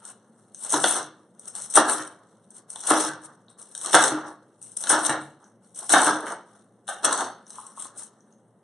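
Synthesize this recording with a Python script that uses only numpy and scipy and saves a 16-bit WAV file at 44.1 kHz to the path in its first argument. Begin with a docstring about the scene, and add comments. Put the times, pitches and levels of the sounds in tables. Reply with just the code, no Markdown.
"""A knife slices cabbage leaves on a plastic board in a hard-walled kitchen. In each stroke the leaf crackles
and tears as grains of noise, fibres snap as resonant noise bursts, and stalks pop as damped sines; the blade
then strikes the board, exciting its modes and the counter below. Later the knife is laid down, its steel
ringing, and hands gather the shreds with crackle, pops and small ticks. Throughout, an appliance hums faintly
as narrow-band noise, the walls reverberate, and a notched microphone clips peaks beyond full scale."""
import sys
import numpy as np
from scipy import signal
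from scipy.fft import rfft, irfft, next_fast_len
from scipy.io import wavfile
from scipy.ndimage import uniform_filter1d

SR = 44100
rng = np.random.default_rng(int(sys.argv[2]) if len(sys.argv) > 2 else 0)


def to_wav(s):
    """Save 16-bit WAV."""
    ch = np.atleast_2d(s).T  # columns
    pcm = np.round(np.clip(ch, -1, 1) * 32767)  # PCM
    wavfile.write(sys.argv[1], SR, pcm.astype(np.int16))


N = 380583  # samples

# Blade pressing in, cutting through, and the handling, one list per stretch:
# (time [s], leaf crackle level [dB], board rumble level [dB])
STROKES = [
    [(0.0, -55.5, -56), (0.016, -66, -52), (0.056, -44.5, -50.5), (0.108, -44.5, -51.5),
     (0.156, -71.5, -63), (0.34, -76, -70), (0.394, -65, -66.5), (0.534, -71.5, -73.5),
     (0.54, -62.5, -84.5)],
    [(0.54, -56.5, -79.5), (0.656, -33.5, -46), (0.678, -43.5, -46.5), (0.7, -28.5, -48),
     (0.72, -23.5, -42.5), (0.742, -19, -15), (0.76, -31.5, -21), (0.834, -29.5, -37.5),
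     (0.838, -26, -23.5)],
    [(0.838, -23.5, -21), (0.842, -24, -13.5), (0.852, -29.5, -26), (0.888, -22, -32),
     (0.974, -29.5, -30.5), (1.008, -40, -31.5), (1.116, -69.5, -58), (1.342, -78, -71.5),
     (1.388, -65, -60.5)],
    [(1.388, -62, -60), (1.39, -60, -66), (1.47, -48.5, -57.5), (1.476, -39, -51.5), (1.524, -53, -62.5),
     (1.562, -37.5, -47.5), (1.666, -39.5, -56.5), (1.692, -53.5, -57.5), (1.7, -40, -54.5)],
    [(1.7, -35, -59.5), (1.732, -38.5, -54.5), (1.76, -15.5, -27.5), (1.774, -20.5, -9),
     (1.84, -42.5, -26.5), (1.924, -22.5, -26.5), (2.174, -70, -58), (2.434, -72, -68), (2.5, -71.5, -73)],
    [(2.5, -73, -54), (2.504, -63.5, -68), (2.582, -46.5, -60.5), (2.664, -97, -69.5), (2.698, -43, -58.5),
     (2.75, -48, -59), (2.756, -43.5, -51.5), (2.818, -43, -57), (2.866, -36.5, -41.5)],
    [(2.866, -27.5, -38.5), (2.898, -15.5, -28), (2.912, -24.5, -11.5), (2.928, -28, -19),
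     (3.05, -26, -27.5), (3.204, -70.5, -51), (3.252, -39, -50), (3.284, -68, -53.5), (3.47, -77, -72)],
    [(3.47, -85.5, -65.5), (3.5, -58.5, -61.5), (3.566, -87, -68.5), (3.588, -44, -57.5),
     (3.664, -56.5, -65.5), (3.81, -41.5, -56), (3.858, -32.5, -35), (3.902, -38.5, -32),
     (3.922, -32.5, -36)],
    [(3.922, -24.5, -37.5), (3.948, -11.5, -7.5), (3.968, -29.5, -17), (4.046, -22, -21.5),
     (4.246, -66, -40.5), (4.28, -46, -37.5), (4.374, -76.5, -56.5), (4.578, -74, -70.5),
     (4.612, -64.5, -75)],
    [(4.612, -57.5, -72), (4.618, -47.5, -60.5), (4.762, -56.5, -69), (4.77, -26.5, -53),
     (4.78, -43, -57.5), (4.826, -31.5, -50.5), (4.84, -32.5, -48), (4.854, -40, -42), (4.89, -25.5, -34)],
    [(4.89, -21, -33.5), (4.902, -20, -23.5), (4.92, -18.5, -24.5), (4.932, -23.5, -18), (4.952, -33, -21),
     (5.03, -33, -32.5), (5.056, -23.5, -27), (5.091, -34, -28)],
    [(5.091, -32.5, -24), (5.093, -30.5, -21.5), (5.193, -60.5, -36), (5.227, -51, -47),
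     (5.391, -79.5, -65), (5.439, -64, -57.5), (5.601, -85, -80.5), (5.635, -63.5, -65),
     (5.74, -66.5, -76.5)],
    [(5.74, -59.5, -69), (5.748, -48, -80), (5.766, -36, -58), (5.784, -39.5, -57), (5.79, -34.5, -52.5),
     (5.818, -42.5, -54), (5.824, -40, -44.5), (5.884, -41.5, -62), (5.894, -28.5, -36)],
    [(5.894, -27, -43), (5.898, -23.5, -32.5), (5.93, -17, -25.5), (5.938, -21, -10.5), (5.962, -29.5, -15),
     (6.064, -24, -25), (6.074, -26, -18), (6.162, -44.5, -28), (6.255, -53.5, -36)],
    [(6.255, -54, -37), (6.261, -44, -37), (6.327, -43, -33), (6.365, -65, -38.5), (6.437, -69.5, -56),
     (6.607, -65, -59.5), (6.681, -79, -73), (6.821, -76, -80), (6.868, -71, -71)],
    [(6.868, -60, -58), (6.878, -38.5, -65), (6.89, -31, -36.5), (6.906, -37, -54.5), (6.97, -51, -49.5),
     (6.982, -49, -65.5), (7.02, -62, -52), (7.04, -35, -28)],
    [(7.04, -33, -27.5), (7.05, -14.5, -27), (7.08, -48, -22.5), (7.122, -33.5, -26), (7.126, -24.5, -27),
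     (7.156, -38.5, -30), (7.214, -35, -24.5), (7.372, -72.5, -51.5), (7.462, -68, -62.5)],
    [(7.462, -71, -64), (7.47, -54.5, -61), (7.572, -44, -52.5), (7.58, -45.5, -53), (7.746, -59.5, -60.5),
     (7.794, -41.5, -53), (7.864, -39.5, -49.5), (7.928, -74, -62), (7.97, -48.5, -53.5)],
    [(7.97, -52.5, -47), (7.974, -44.5, -65), (8.0, -34.5, -51.5), (8.07, -50.5, -60.5), (8.1, -70.5, -64),
     (8.312, -75, -71), (8.336, -70, -67), (8.356, -79.5, -78), (8.63, -79, -90.5)],
]
# Colour of the leaf's crackle: (frequency [Hz], relative density [dB per Hz])
CRACKLE = [(2000, -39.5), (5000, -14), (7000, -7.5), (8800, -1.5), (9300, -2), (9500, -10.5),
           (10500, -14.5), (11500, -22)]
# Colour of wet tearing: (frequency [Hz], relative density [dB per Hz])
TEARING = [(1000, -34), (2200, -2.5), (3400, -2.5), (4400, 3.5), (6200, 2.5), (7500, -10.5), (10000, -29)]
# Colour of the board under the pushing blade: (frequency [Hz], relative density [dB per Hz])
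RUMBLE = [(30, -42.5), (100, -32.5), (200, -6.5), (320, -1), (800, 3), (1400, 2.5), (1750, -4),
          (2000, -14.5), (3000, -39.5)]
# Single fibres snapping: (time [s], peak level [dB], lowest leaf band against that level [dB])
SNAPS = [(0.0515, -23.5, -16), (0.5463, -28, -13), (0.6485, -20, -14), (0.6948, -21.5, -16),
         (0.704, -12.5, -13.5), (0.7232, -6.5, -25), (0.739, -12, -12.5), (0.8412, -15, 12.5),
         (0.8645, -24, -14), (0.7998, -19, -10), (0.9098, -9.5, -7), (0.9647, -12, -6),
         (1.3948, -28.5, -37.5), (1.455, -28, -16.5), (1.479, -21.5, -25), (1.5523, -18, -9.5),
         (1.6012, -24, -8), (1.62, -19.5, -17.5), (1.643, -29, -17.5), (1.6614, -30.5, -14.5),
         (1.701, -22, -20.5), (1.71, -21.5, -19.5), (1.7244, -24, -17.5), (1.7387, -16, -9),
         (1.7557, -3, -7.5), (1.889, -17.5, 0.5), (2.505, -32, -38), (2.5456, -35, -40),
         (2.7022, -19.5, -32), (2.7585, -27.5, -1), (2.805, -21, -13.5), (2.8115, -25, -10),
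         (2.837, -22.5, -2.5), (2.8513, -22, -18), (2.8713, -13.5, -10), (3.0025, -13.5, 3.5),
         (3.5869, -42.5, -17.5), (3.6161, -32, -26), (3.7501, -21.5, -4.5), (3.7773, -20, -20.5),
         (3.8134, -21, -8), (3.8454, -23.5, -9), (3.8602, -12.5, -7), (3.8827, -23.5, -0.5),
         (3.908, -22.5, -17), (3.931, -13, 2), (3.9492, 2.5, -6.5), (4.0389, -3, -9.5),
         (4.6265, -27.5, -30.5), (4.718, -30, -40.5), (4.7717, -16, -30), (4.8064, -22.5, -13),
         (4.838, -17.5, 0.5), (4.871, -20, 5), (4.8988, -3, -10), (4.9156, -8, -4.5), (5.0498, -14.5, 0),
         (5.0958, -12, -7), (5.747, -34.5, -21.5), (5.7893, -18.5, -14), (5.894, -11, -6),
         (5.9257, -9.5, -7), (6.0175, -6.5, -17), (6.2654, -32, -9), (6.879, -32, 11), (7.051, -6, -1.5),
         (7.1117, -26, 9), (7.1277, -7, -5), (7.176, -19, -6), (7.187, -25, 4), (7.2067, -17.5, -2),
         (7.5042, -25.5, -11.5), (7.666, -25.5, -60), (7.7964, -20.5, -63), (7.8217, -21.5, -34),
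         (7.9755, -26.5, -35)]
# Bands where a snapping leaf rings, highest first: (frequency [Hz], width [Hz])
LEAF_BANDS = [(8400, 2000), (6097, 2100), (3890, 2900)]
# Thick stalks popping with a hollow note: (time [s], level [dB], pitch [Hz])
POPS = [(0.624, -33, 956), (1.551, -32.5, 832), (2.759, -23.5, 902), (3.585, -42.5, 989),
        (3.846, -17, 1205), (3.86, -24, 1110), (3.883, -21, 916), (4.838, -23, 1440), (5.827, -24, 840),
        (7.584, -16, 1042), (7.604, -32, 980), (7.629, -35, 1090), (7.651, -28, 1100), (7.775, -20.5, 1080),
        (7.8, -39, 1000), (7.855, -25, 1060)]
# Blade on the board: (time [s], level [dB], push t60 [s], counter ring against that level [dB],
# counter thump against that level [dB])
BLOWS = [(0.741, -16, 0.008, -2, -22), (0.8416, 0.5, .006, -41, -53.5), (0.996, -24, .02, -12, -22.5),
         (1.772, 0, .02, -16.5, -38.5), (1.994, -17.5, 0.023, -18.5, -28), (2.909, -2, 0.015, -12, -34),
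         (3.082, -20.5, 0.025, -16.5, -21), (3.9436, 5.5, .025, -20.5, -34.5),
         (3.949, -3, 0.0077, -27, -40), (4.119, -14, 0.017, -5, -23), (4.903, -12, .02, -23, -29.5),
         (4.927, -6, 0.022, -14.5, -42.5), (5.095, -7, .015, -17, -23), (5.903, -16, 0.017, -15.5, -36),
         (5.938, 4, .02, -19.5, -43.5), (6.071, -6, .02, -14, -32), (6.268, -17, 0.022, -35, -48),
         (6.31, -26.5, 0.013, -34, -40), (6.888, -19, .03, -32, -59), (7.044, -5.5, 0.018, -27.5, -43.5)]
# Modes of the plastic board: (frequency [Hz], width [Hz], level [dB])
BOARD = [(527, 68, 1.5), (860, 180, 4), (1134, 30, 6.5), (1480, 470, 8.5), (1830, 240, 2), (3270, 300, -26),
         (6200, 6300, -13.5)]
# Counter under the board, first its ring, then its thump: (frequency [Hz], t60 [s])
COUNTER = [(310.8, 0.25), (143.5, 0.25)]
# Contacts as the knife is laid down and rocks on the board: (time [s], level [dB])
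LAID = [(7.05, -13.5), (7.127, -15), (7.176, -21.5), (7.191, -21.5), (7.21, -22.5), (7.247, -35)]
# Modes of the steel blade: (frequency [Hz], mean level [dB], t60 [s])
STEEL = [(4410, -6, 0.016), (6270, -1, 0.019), (7970, -3.5, .015), (8990, -11.5, .02), (9870, -26, .15)]
# Small pitched ticks among the shreds: (time [s], level [dB], pitch [Hz])
TICKS = [(2.76, -22, 3650), (3.2196, -41, 8980), (3.4835, -35, 3896), (3.5019, -37, 8240),
         (3.5104, -45, 8800), (3.751, -22.5, 8790), (4.6164, -30.5, 8870), (5.22, -30.5, 8490),
         (5.4425, -35.5, 6080), (6.2063, -28, 9230), (6.3225, -24.5, 8470), (7.4669, -31, 5860),
         (8.2062, -40.5, 6050), (8.3255, -41, 6350)]
# Colour of the room's air noise: (frequency [Hz], relative density [dB per Hz])
AIR = [(24, -72.5), (40, -53), (81, -32.5), (107, -7.5), (193, -6.5), (556, -8), (656, -16), (703, -13.5),
       (1000, -20), (3240, -40), (4720, -43.5), (8700, -46.5), (11000, -42.5), (14300, -70), (22000, -120)]
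# Wavering motor tones: (frequency [Hz], width [Hz], level [dB])
HUM = [(115, 6.9, -68), (204, 41, -60.5)]
# Reverberation of the kitchen: (frequency [Hz], t60 [s])
KITCHEN = [(150, 0.61), (1000, 0.36), (4000, 0.4), (10000, 0.15)]
# Likeness of left and right: (frequency [Hz], correlation [-1 to 1])
ALIKE = [(60, 0.9), (140, 0.98), (340, 0.99), (800, 0.95), (1900, 0.87), (4500, 0.64), (10700, 0.29)]
# Microphone, left port over right: (frequency [Hz], level difference [dB])
LEFT_OVER_RIGHT = [(7000, 0), (8200, 4), (11000, 8)]
# Microphone notches: (frequency [Hz], width [Hz], depth [dB])
NOTCHES = [(2427, 990, -37.5), (4783, 2790, -36), (7140, 1300, -31)]
# Microphone range: (frequency [Hz], gain [dB])
EDGES = [(20, -32), (90, -5), (200, -4), (10000, 2), (11000, -1), (11800, -16.5)]


def cutting():
    """Granular fracture: crackle and tearing share their grains; the blade's push rumbles in the board."""
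    times, *levels = np.concatenate(STROKES).T
    times = np.maximum.accumulate(times)
    crackle_db, rumble_db = [np.interp(np.arange(N) / SR, times, level) for level in levels]
    # tearing follows the rumble by a share of 0.44, the crackle by the rest, 3 dB down
    tearing_db = crackle_db + 0.44 * (rumble_db - crackle_db) - 3
    breaks = grains(rate=180, spread_db=1.5, life=0.0022)
    leaves = hiss(CRACKLE, amp(crackle_db) * breaks) + hiss(TEARING, amp(tearing_db) * breaks)
    push = grains(rate=220, spread_db=-0.5, life=0.015)
    rumble = hiss(RUMBLE, amp(rumble_db) * push)
    return patchy(leaves, depth_db=2.5) + patchy(rumble, depth_db=1.32, size=1024)


def snaps():
    """Impulsive excitation: a snapping fibre rings three leaf bands and also knocks the board's modes."""
    times, db, low_db = np.transpose(SNAPS)
    # the middle band takes only a share of the lowest band's offset
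    levels_db = db, db - 1.5 + 0.13 * low_db, db + low_db
    leaf = np.zeros((2, N))
    for level_db, (centre, width) in zip(levels_db, LEAF_BANDS):
        leaf += bursts(times, level_db, 0.016, lambda f: resonance(f, centre, width) ** 3)
    knock = bursts(times, db + low_db - 6.5, 0.022, board)[0]
    return leaf * [[1], [.7]] + knock * [[1], [.4]]


def pops():
    """Free decay: a breaking stalk sounds three damped notes clustered about its pitch."""
    times, db, hz = np.transpose(POPS)[:, :, None]
    return rings(times, hz * [.88, 1, 1.14], db + [-6, 1.5, -5], t60=0.023, attack=0.0043)


def blows():
    """Forced modal vibration: a short rough push of the blade excites the board's modes."""
    times, db, t60 = np.transpose(BLOWS)[:3]
    return bursts(times, db, t60, board)[0]


def board(f):
    """Modal superposition: the causal response of the board's damped modes, alternating in sign."""
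    modes = [amp(db) * resonance(f, centre, width) for centre, width, db in BOARD]
    return sum((-1) ** k * mode for k, mode in enumerate(modes))


def counter():
    """Coupled vibration: each blow on the board sets the counter ringing and thumping."""
    times, db, _, ring_db, thump_db = np.transpose(BLOWS)
    (ring_hz, ring_t60), (thump_hz, thump_t60) = COUNTER
    ring = rings(times, ring_hz, db + ring_db, ring_t60, attack=0.0013)
    thump = rings(times, thump_hz, db + thump_db, thump_t60, attack=0.0016)
    return ring + thump


def blade():
    """Modal excitation by contact: each touch of the laid knife rings the steel's modes at new strengths."""
    times, db = np.transpose(LAID)[:, :, None]
    hz, mode_db, t60 = np.transpose(STEEL)
    strength_db = rng.normal(0, 2.3, (len(LAID), len(STEEL)))
    return rings(times, hz, db + mode_db + strength_db, t60, attack=0.00026)


def ticks():
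    """Strongly damped oscillation: each tick is two close notes that die at once."""
    times, db, hz = np.transpose(TICKS)[:, :, None]
    return rings(times, hz * [1, 1.07], db + [0, -5], t60=0.009, attack=0.00036)


def room_tone():
    """Stationary noise: soft air noise, with narrow bands of noise that beat like unsteady motor tones."""
    tone = amp(-59) * hiss(AIR)
    for hz, width, db in HUM:
        narrow = filtered(rng.standard_normal(N), lambda f: np.exp(-((f - hz) / width) ** 2))
        tone = tone + amp(db) * unit(narrow)
    return tone


def kitchen(x):
    """Reverberant decay, each frequency at its own rate; the moving cook renews the pattern every 1/4 s."""
    out, step = np.zeros((2, N + 2 * SR)), SR // 4
    delay = 200  # samples before the reverberation begins
    for i in range(0, N, step):
        hz, t, z = signal.stft(rng.standard_normal((2, SR // 2)), SR, nperseg=256)
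        decay = amp(-60 * t / along(KITCHEN, hz)[:, None])
        tail = signal.istft(z * decay, SR, nperseg=256)[1]
        wet = signal.fftconvolve(x[:, i:i + step], tail / np.linalg.norm(tail[0]), axes=1)
        out[:, i + delay:i + delay + wet.shape[1]] += wet
    return out[:, :N]


def amp(db):
    """Logarithmic level: the gain of a level in dB."""
    return 10 ** (np.asarray(db) / 20)


def unit(x):
    """Normalisation: x at rms 1."""
    return x / np.sqrt(np.mean(x ** 2) + 1e-20)


def along(points, hz):
    """Interpolation of (frequency, value) points on a logarithmic frequency axis."""
    f, v = np.transpose(points)
    return np.interp(np.log(hz + 1), np.log(f + 1), v)


def filtered(x, response):
    """Linear filtering: the spectrum of x times a complex response of frequency."""
    m = next_fast_len(N + SR // 2)
    return irfft(rfft(x, m) * response(np.fft.rfftfreq(m, 1 / SR)), m)[..., :N]


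def resonance(f, centre, width):
    """Damped resonator: unit gain at its centre, width set by the damping."""
    return 1j * f * width / (centre * centre - f * f + 1j * f * width)


def hiss(spectrum, level=1):
    """Coloured noise: two unrelated noises follow a level, then a filter of mean power gain 1."""
    noise = level * rng.standard_normal((2, N))
    return filtered(noise, lambda hz: unit(amp(along(spectrum, hz))))


def grains(rate, spread_db, life):
    """Random-event envelope: rate [1/s] tiny breaks, decaying with time constant life [s], on a steady base."""
    sizes = amp(spread_db * np.minimum(rng.exponential(size=N), 3))
    kicks = (rng.random(N) < rate / SR) * sizes
    return unit(signal.lfilter([1], [1, -np.exp(-1 / (life * SR))], kicks) + 1)


def patchy(x, depth_db, size=256):
    """Random modulation: gain varies in time-frequency patches shared by both channels; no two leaves match."""
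    z = signal.stft(x, nperseg=size)[2]
    field = uniform_filter1d(rng.standard_normal(z.shape[1:]), size=5, axis=0)  # across frequency
    field = uniform_filter1d(field, size=10, axis=1)  # across time
    return signal.istft(z * amp(depth_db * unit(field)), nperseg=size)[1][:, :N]


def bursts(times, peaks_db, t60, response):
    """Source and resonator: two unrelated trains of decaying noise; peaks near twice each opening rms."""
    out, t = np.zeros((2, N + SR)), np.arange(SR // 20) / SR
    noise = rng.standard_normal((len(times), 2, len(t)))
    for s, db, life, rough in zip(times, peaks_db, t60 * np.ones(len(times)), noise):
        fade = amp(-60 * t / life)
        burst = fade * rough
        # every burst of one level and t60 carries the same energy
        burst *= np.linalg.norm(fade) / np.linalg.norm(burst, axis=1)[:, None]
        out[:, round(s * SR):][:, :len(t)] += amp(db) / 2 * burst
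    # mean power gain 1
    return filtered(out[:, :N], lambda f: response(f) / np.sqrt(np.mean(np.abs(response(f)) ** 2)))


def rings(times, hz, db, t60, attack):
    """Damped harmonic motion: sines starting at the given times, with exponential attack and decay."""
    out, t = np.zeros(N + SR), np.arange(SR // 2) / SR
    for s, f, level_db, life in np.broadcast(times, hz, db, t60):
        envelope = amp(level_db - 60 * t / life) * (1 - np.exp(-t / attack))
        out[round(s * SR):][:len(t)] += envelope * np.sin(2 * np.pi * f * t)
    return out[:N]


def scene():
    """Spatial coherence: two closely spaced ports hear the same bass and ever less alike treble."""
    leaves, cracks, boom = cutting(), snaps(), counter()
    knocks = (blows() + blade()) * np.ones((2, 1))
    cracks = cracks + (pops() + ticks()) * [[1], [.4]]
    wet = kitchen(amp(-12) * leaves + amp(-4) * cracks + amp(2) * knocks + amp(-5) * boom)
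    # the first channel becomes the middle, the second the side
    pair = leaves + cracks + (knocks + boom) * [[1], [.4]] + wet + room_tone()
    turn = lambda hz: np.arccos(np.clip(along(ALIKE, hz), -1, 1)) / 2
    mid, side = filtered(pair, lambda hz: np.array([np.cos(turn(hz)), np.sin(turn(hz))]))
    return np.array([mid + side, mid - side])


def record(dry):
    """Transduction: notches, limited range and a brighter left port, then clipping and a band limit."""
    def dip(f, centre, width, db):
        stiffness = centre * centre - f * f
        return (stiffness + 1j * f * width * amp(db)) / (stiffness + 1j * f * width)

    def ports(f):
        notches = np.prod([dip(f, *notch) for notch in NOTCHES], axis=0)
        return notches * amp(along(EDGES, f) + along(LEFT_OVER_RIGHT, f) * [[.5], [-.5]])

    clipped = np.clip(filtered(dry, ports), -1, 1)
    return filtered(clipped, lambda hz: hz < 11800)


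dry = scene()
out = record(dry)
to_wav(out)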